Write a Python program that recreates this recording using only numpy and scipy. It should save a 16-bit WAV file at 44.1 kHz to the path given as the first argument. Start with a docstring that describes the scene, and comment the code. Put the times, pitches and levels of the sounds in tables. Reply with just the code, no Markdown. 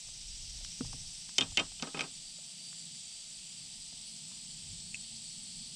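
"""Still river with insects and a dropped rod

Cicadas (click trains ringing resonances, throbbing noise) and crickets (pulsed narrow noise) drone over a far
chorus of flickering noise bands. A fishing rod is laid down and bounces on a plastic kayak hull: noise cracks,
ringing rod and hull modes. The hull is tapped lightly, and gear bumps, rustles and clinks, as short modes and
puffs of noise. Low noise bands make air on the microphone, low thuds, and a growing far hum and drone."""
import sys
import numpy as np
from scipy import signal
from scipy.fft import rfft, irfft, next_fast_len
from scipy.io import wavfile
from scipy.ndimage import uniform_filter1d

SR = 44100
rng = np.random.default_rng(int(sys.argv[2]) if len(sys.argv) > 2 else 0)


def persist_wave(psi):
    """Save psi, clipped to +-1, as 16-bit WAV."""
    counts = np.round(np.clip(psi, -1, 1) * 32767).astype(np.int16)
    wavfile.write(sys.argv[1], SR, np.atleast_2d(counts).T)


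N = 253822
TIME = np.arange(N) / SR


def undb(db):
    """Decibels to amplitude."""
    return 10 ** (np.asarray(db) / 20)


def unit(x):
    """Scale to rms 1."""
    return x / np.sqrt(np.mean(x ** 2))


def noise():
    """White noise over the whole scene."""
    return rng.standard_normal(N)


def curves(table):
    """Interpolate each column after the first over time."""
    time_s, *columns = np.transpose(table)
    return [np.interp(TIME, time_s, column) for column in columns]


def band(x, hz, width_hz):
    """Resonance with gain 1 at its centre."""
    return signal.lfilter(*signal.iirpeak(hz, hz / width_hz, SR), x)


def steep(x, hz, width_hz):
    """Resonance applied twice, at rms 1."""
    return unit(band(band(x, hz, width_hz), hz, width_hz))


def walk(rate_hz):
    """Random levels held 1 / rate_hz, smoothed twice; rms 1."""
    hold = int(SR / rate_hz)
    steps = np.repeat(rng.standard_normal(N // hold + 1), hold)
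    smooth = uniform_filter1d(uniform_filter1d(steps, hold), hold)
    return unit(smooth[:N])


def strokes(rate_hz, sharp, drift=0.0115):
    """One swell per wing stroke or tymbal click at a drifting tempo; also returns phase in cycles."""
    phase = np.cumsum(rate_hz * (1 + drift * walk(5.5))) / SR + rng.random()
    return np.exp(sharp * (np.cos(2 * np.pi * phase) - 1)), phase


def coloured(points, size):
    """Frequencies and spectrum of noise shaped by (hz, level_db) points."""
    hz = np.fft.rfftfreq(size, 1 / SR) + 1  # +1 avoids log(0)
    point_hz, point_db = np.transpose(points)
    shape_db = np.interp(np.log(hz), np.log(point_hz), point_db, -90, -90)
    return hz, rfft(rng.standard_normal(size)) * undb(shape_db)


def burst(points, rise_s, t60_s):
    """Coloured noise that rises quickly and decays exponentially; peak 1."""
    t = np.arange(SR // 3) / SR
    hiss = irfft(coloured(points, len(t))[1], len(t))
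    out = hiss * (1 - np.exp(-t / rise_s)) * 1000. ** (-t / t60_s)
    return out / np.abs(out).max()


def ring(push, modes, loose_db=1.7):
    """Decaying modes with random sign, level and slight detuning, driven by a push; peak 1."""
    t = np.arange(SR // 3) / SR
    chance = rng.standard_normal((len(modes), 3))
    body = 0
    for (hz, db, t60_s), (detune, level, sign) in zip(modes, chance):
        amp = np.sign(sign) * undb(db + loose_db * level)
        tone = np.sin(2 * np.pi * hz * (1 + 0.0035 * detune) * t)
        body = body + amp * tone * 1000. ** (-t / t60_s)
    out = signal.fftconvolve(body, push)[:len(t)]
    return out / np.abs(out).max()


def tick(level_db, hz, t60_s, pure):
    """One softly struck mode inside a short puff of noise round its pitch; pure is the ring's share."""
    puff = burst([(0.21 * hz, -22), (hz, 0), (3.56 * hz, -20)], 0.4 / hz, t60_s)
    blow = np.sin(2 * np.pi * hz * np.arange(int(2 * SR / hz)) / SR)  # contact lasts two cycles
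    share = np.clip(pure, 0, 1)
    return undb(level_db) * (share * ring(blow, [(hz, 0, t60_s)]) + (1 - share) * puff)


def add(out, start_s, x):
    """Mix x into out from start_s."""
    i = int(start_s * SR)
    out[i:i + len(x)] += x[:N - i]


def struck_body(events, modes, pure):
    """Each (start_s, level_db) event strikes every mode of a body."""
    out = np.zeros(N)
    for start_s, level_db in events:
        add(out, start_s, sum(tick(level_db + db, hz, t60_s, pure) for hz, db, t60_s in modes))
    return out


def buzzing_cicada(rate_hz, body):
    """Uneven tymbal clicks, strong and weak in turn, ring the body; echoes from the trees blur them."""
    clicks, phase = strokes(rate_hz * (1 + .003 * walk(60)), 600, drift=.0008)
    clicks = clicks * (1 + 0.21 * np.cos(np.pi * phase)) * undb(2.5 * walk(30))
    t = np.arange(SR // 4) / SR
    trees = rng.standard_normal(len(t)) * 1000. 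** (-t / 0.15)
    trees[0] += 40  # direct sound
    drive = signal.fftconvolve(clicks, trees)[:N]
    return unit(sum(undb(db) * steep(drive, hz, width_hz) for hz, width_hz, db in body))


def cricket(hz, width_hz, rate_hz, sharp=0.81):
    """Narrow wing tone, blurred by distance, one swell per stroke."""
    return unit(strokes(rate_hz, sharp)[0] * steep(noise(), hz, width_hz))


# far insects and river air, smeared into a hiss: hz, relative_db_per_hz
CHORUS_SPECTRUM = [(150, -54), (250, -13.5), (450, -26), (740, -16.5), (1050, -24.5), (1600, -24.5),
                   (3200, -4), (4850, -4), (6750, -9), (7900, -0.5), (9380, -10.5), (9750, -24.5),
                   (11500, -33), (15400, -37)]


def chorus():
    """Countless far insects: noise in third octaves that flicker apart."""
    size = next_fast_len(N)
    (hz, spectrum), out = coloured(CHORUS_SPECTRUM, size), 0
    for step in range(21):
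        share = np.clip(1 - np.abs(3 * np.log2(hz / 150.) - step), 0, 1)  # overlapping triangles
        out = out + irfft(spectrum * share, size)[:N] * undb(0.75 * walk(9))
    return unit(out) * undb(-49.5)


# tymbal tempo, before small random drift: time_s, clicks_per_s
FIRST_RATE = [(0, 280), (2.1, 286.2), (3.2, 291.8), (4, 297.5), (4.6, 299), (5.76, 300)]
# body resonances: hz, width_hz, relative_db
FIRST_BODY = [(4660, 300, -1), (9190, 660, -5.5)]
# song coming and going on the air: time_s, level_db
FIRST_LEVEL = [(0, -75), (.4, -62), (1.2, -58.5), (1.7, -66), (2.2, -58), (3.05, -57), (3.4, -61),
               (4.4, -61.5), (5.76, -60.5)]


def first_cicada():
    """Tymbal buzz that speeds up as the insect warms to its song."""
    return undb(curves(FIRST_LEVEL)[0]) * buzzing_cicada(curves(FIRST_RATE)[0], FIRST_BODY)


# rasp resonances: hz, width_hz, relative_db
RASP_BODY = [(4860, 1500, -10.5), (5590, 1500, 5), (3100, 2700, -7.5)]
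RASP_DB, RASP_SWELL_DB, RASP_PEAK_S, RASP_SWELL_S = -58, 8.5, 0.74, 0.56


def swelling_cicada():
    """Broad noise rasp throbbing about 14 times a second; swells once above its resting level."""
    throb = 1 + 0.93 * strokes(14.0, 8.0)[0]
    rasp = unit(throb * sum(undb(db) * steep(noise(), hz, width_hz) for hz, width_hz, db in RASP_BODY))
    swell = np.exp(-.5 * ((TIME - RASP_PEAK_S) / RASP_SWELL_S) ** 2)
    return undb(RASP_DB + RASP_SWELL_DB * swell) * rasp


# steady trills: hz, width_hz, wing_strokes_per_s, relative_db
TRILL_VOICES = [(7980, 140, 76, -5), (8080, 200, 92, -6), (7710, 200, 210, -5)]
TRILL_DB, TRILL_RISE_DB_PER_S = -58, 0.93


def trilling_crickets():
    """Stroke-pulsed narrow tones that grow steadily."""
    trills = unit(sum(undb(db) * cricket(hz, width_hz, rate_hz)
                      for hz, width_hz, rate_hz, db in TRILL_VOICES))
    return undb(TRILL_DB + TRILL_RISE_DB_PER_S * TIME) * trills


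# low wing tone: hz, width_hz, wing_strokes_per_s
LOW_VOICE = (4790, 150, 140)
LOW_DB, LOW_REST_DB, LOW_REST_AT_S, LOW_REST_S = -60.5, -6, 2.3, 0.54


def low_cricket():
    """Wavering low wing tone that slackens for a while."""
    rest = np.exp(-.5 * ((TIME - LOW_REST_AT_S) / LOW_REST_S) ** 2)
    level_db = LOW_DB + LOW_REST_DB * rest + 1.8 * walk(5.05)
    return undb(level_db) * cricket(*LOW_VOICE, sharp=0.45)


# low rumble and flutter levels: air on the microphone, with low thuds near the bump and knocks;
# a random waver is added: time_s, rumble_db, flutter_db
LOW_LEVELS = [(0.0, -72, -84), (0.05, -57.5, -63.5), (0.67, -49.5, -64.5), (0.75, -64, -71),
              (0.87, -47, -50), (1.3, -63.5, -77), (1.43, -77, -53), (1.51, -52.5, -59), (1.87, -68, -68),
              (2.26, -65, -84), (2.55, -83, -80), (3.83, -65.5, -76), (4.23, -74, -85), (4.73, -57.5, -57),
              (4.92, -68, -68), (5.5, -70, -72), (5.61, -56, -84), (5.76, -80, -74)]


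def low_air_and_thuds():
    """Air on the microphone, with low thuds near the bump and knocks: two wavering low noise bands."""
    rumble_db, flutter_db = curves(LOW_LEVELS)
    rumble = steep(noise(), 27.0, 37.4) * undb(2.0 * walk(11))
    flutter = steep(noise(), 100.5, 65) * undb(2.3 * walk(8.2))
    return undb(rumble_db) * rumble + undb(flutter_db) * flutter


HUM_HZ, HUM_WIDTH_HZ, HUM_DB, HUM_RISE_DB_PER_S = 162.7, 65, -65.5, .7


def far_hum():
    """Wavering low noise band that slowly grows."""
    hum = steep(noise(), HUM_HZ, HUM_WIDTH_HZ) * undb(2.27 * walk(4.9))
    return undb(HUM_DB + HUM_RISE_DB_PER_S * TIME) * hum


DRONE_HZ, DRONE_WIDTH_HZ, DRONE_DB, DRONE_RISE_DB_PER_S = 221.7, 20.4, -98.5, 6


def high_drone():
    """Noise band higher and narrower than the hum, rising towards the end."""
    return steep(noise(), DRONE_HZ, DRONE_WIDTH_HZ) * undb(DRONE_DB + DRONE_RISE_DB_PER_S * TIME)


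# dull taps on the hull: start_s, level_db, pitch_hz
HULL_TAPS = [(.085, -52, 810), (.61, -52, 695), (.648, -26, 2770), (.808, -35.5, 1325), (.845, -47.5, 810),
             (.93, -40.5, 796), (1.292, -44.5, 1270), (1.519, -50, 790), (1.667, -51, 2500),
             (1.718, -51, 710), (2.385, -53, 594), (2.729, -43, 1700), (3.925, -54, 680)]
TAP_CYCLES, TAP_PURE = 22, 0.22  # cycles until 60 dB down; ring share 0-1


def hull_taps():
    """Damped taps that die after a set number of cycles."""
    out = np.zeros(N)
    for start_s, level_db, pitch_hz in HULL_TAPS:
        add(out, start_s, tick(level_db, pitch_hz, TAP_CYCLES / pitch_hz, TAP_PURE))
    return out


# chirps of a nearer cricket: start_s, level_db
CHIRP_EVENTS = [(.33, -61), (1.03, -63), (1.48, -54.5), (1.72, -65), (2.108, -59), (2.33, -59), (2.7, -58),
                (2.94, -58), (3.2, -60), (3.45, -58), (4.26, -59), (4.49, -58), (4.7, -60), (4.9, -59),
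                (5.45, -64)]
CHIRP_HZ, CHIRP_WIDTH_HZ, CHIRP_STROKES_PER_S = 7170, 220, 41
CHIRP_S, CHIRP_EDGE_S = 0.133, .015


def chirping_cricket():
    """Pulsed wing tone gated into short chirps with sloping edges."""
    gate = 0
    for start_s, level_db in CHIRP_EVENTS:
        edge_distance_s = np.minimum(TIME - start_s, start_s + CHIRP_S - TIME)
        gate = gate + undb(level_db) * np.clip(edge_distance_s / CHIRP_EDGE_S, 0, 1)
    return gate * cricket(CHIRP_HZ, CHIRP_WIDTH_HZ, CHIRP_STROKES_PER_S, sharp=0.62)


# bumps: start_s, level_db
BUMP_EVENTS = [(.806, -27.5), (.94, -46), (3.93, -55)]
# mount modes: hz, relative_db, t60_s
MOUNT_MODES = [(147, -11.5, 0.23), (253, 1, .045), (480, -11, 0.07)]


def mount_bumps():
    """Something bumps the mount: low modes, mostly pure ring."""
    return struck_body(BUMP_EVENTS, MOUNT_MODES, pure=.7)


# rod contacts: start_s, rod_peak_db, hull_db, crack_peak_db, best_excited_hz
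ROD_CONTACTS = [(1.3826, -13, -31.5, -12, 3220), (1.3845, -21, -39, -16, 3520),
                (1.4089, -17.5, -33, -22, 3180), (1.4136, -19.5, -33.5, -26, 3350),
                (1.4226, -23, -42, -34, 3150), (1.5723, -14, -31.5, -14, 2740),
                (1.579, -20, -33.5, -32, 2280), (1.5914, -20, -34, -28, 2500),
                (1.596, -22, -30.5, -25, 2940), (1.7962, -38, -49.5, -47, 3000),
                (1.8242, -32, -30.5, -22, 2800), (1.87, -44, -38, -44, 2500),
                (1.9447, -33, -32.5, -50, 2470), (1.9713, -34.5, -34.5, -40, 2500),
                (1.992, -26, -33.5, -27, 2550), (2.0078, -25.5, -36, -23.5, 2500),
                (2.015, -30, -40.5, -27, 2500), (2.036, -39, -37.5, -41, 2500)]
# rod modes: hz, relative_db, t60_s
ROD_MODES = [(1780, -16, .05), (2115, -10, 0.05), (2220, -10, 0.03), (2385, -10, 0.052), (2540, -6, .05),
             (2780, -12, 0.073), (3040, 0, 0.028), (3148, -6, 0.059), (3270, -9.5, 0.033),
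             (3634, -1.5, 0.043), (4070, -9, 0.025), (4700, 2, 0.014), (5380, 0, 0.016), (6300, -6, 0.022),
             (7200, 3, 0.024), (7700, -10, 0.01), (10000, -18, .02)]
# hull modes: hz, relative_db, t60_s
HULL_MODES = [(160.4, -4.5, 0.28), (267.5, 0, 0.18), (408, -7.5, 0.14), (795, -6, 0.14), (1266, 1.5, 0.1),
              (1580, -3, 0.062)]
# contact crack spectrum: hz, relative_db_per_hz
CRACK_SPECTRUM = [(800, -24), (2500, 2), (5500, 1), (7800, -3), (8800, -17), (10300, -14), (12000, -32),
                  (15000, -39)]
# hull clatter spectrum: hz, relative_db_per_hz
CLATTER_SPECTRUM = [(80, -24), (180, -0.5), (500, -4), (1200, -8), (2000, -15), (3200, -22), (6000, -16)]
RATTLE_S = 0.0042  # e-fold decay


def rod_knocks():
    """Each contact cracks and rattles briefly into the rod; the hull answers a moment later."""
    out, t = np.zeros(N), np.arange(SR // 25) / SR
    for start_s, rod_db, hull_db, crack_db, best_hz in ROD_CONTACTS:
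        tilt_db = 0.46 * (crack_db + 14.5)  # per octave above 3 kHz: softer cracks are duller
        crack = [(hz, db + tilt_db * max(np.log2(hz / 3000.0), 0)) for hz, db in CRACK_SPECTRUM]
        add(out, start_s, undb(crack_db) * burst(crack, 0.00024, 0.015))

        push = 0.042 * rng.standard_normal(len(t)) * np.exp(-t / RATTLE_S)
        push[0] += 1
        push = steep(push, best_hz, 0.5 * best_hz)  # the place of contact favours some modes
        add(out, start_s, undb(rod_db) * ring(push, ROD_MODES))

        spread = rng.standard_normal(len(t)) * t * np.exp(-t / 0.0019)  # slow bending waves in the hull
        add(out, start_s, undb(hull_db - 3.5) * ring(spread, HULL_MODES))
        # the shell's many weak modes blur to noise
        add(out, start_s, undb(hull_db) * burst(CLATTER_SPECTRUM, 0.0014, 0.15))
    return out


# body resonances: hz, width_hz, relative_db
SECOND_CICADA_BODY = [(4434, 470, -1.5), (9050, 870, -7.5)]
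SECOND_START_S, SECOND_FADE_IN_S, SECOND_DB, SECOND_RISE_DB_PER_S = 2.8, 0.27, -61.5, 2
SECOND_TOP_CLICKS_PER_S, SECOND_SHORT_BY_CLICKS_PER_S, SECOND_WARM_S = 296, 17, 1.5


def second_cicada():
    """Tymbal buzz that joins late, grows, and warms exponentially towards its top rate."""
    since_s = np.maximum(TIME - SECOND_START_S, 0)
    shortfall = SECOND_SHORT_BY_CLICKS_PER_S * np.exp(-since_s / SECOND_WARM_S)
    fade_in = np.minimum(since_s / SECOND_FADE_IN_S, 1)
    level = undb(SECOND_DB + SECOND_RISE_DB_PER_S * since_s) * fade_in
    return level * buzzing_cicada(SECOND_TOP_CLICKS_PER_S - shortfall, SECOND_CICADA_BODY)


# one faint rustle: start_s, peak_db, centre_hz, t60_s
RUSTLE_EVENT = (4.31, -59, 950, 0.1)


def rustle():
    """A single puff of noise without ring."""
    out = np.zeros(N)
    add(out, RUSTLE_EVENT[0], tick(*RUSTLE_EVENT[1:], pure=0))
    return out


# clinks: start_s, level_db
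CLINK_EVENTS = [(4.9445, -27.5), (4.953, -35)]
# metal part modes: hz, relative_db, t60_s
METAL_MODES = [(2590, 0, .021), (6950, -7, .012)]


def metal_clinks():
    """A small metal part clinks: short, nearly pure modes."""
    return struck_body(CLINK_EVENTS, METAL_MODES, pure=.92)


def scene():
    """Sum of all sources, one channel."""
    insects = (chorus() + first_cicada() + swelling_cicada() + trilling_crickets() + low_cricket()
               + chirping_cricket() + second_cicada())
    lows = low_air_and_thuds() + far_hum() + high_drone()
    gear = hull_taps() + mount_bumps() + rod_knocks() + rustle() + metal_clinks()
    return (insects + lows + gear)[None]


TOP_HZ = 15500


def record(dry):
    """Steep elliptic low-pass cuts the top."""
    return signal.sosfilt(signal.ellip(10, .2, 60, TOP_HZ, fs=SR, output="sos"), dry)


dry = scene()
out = record(dry)
persist_wave(out)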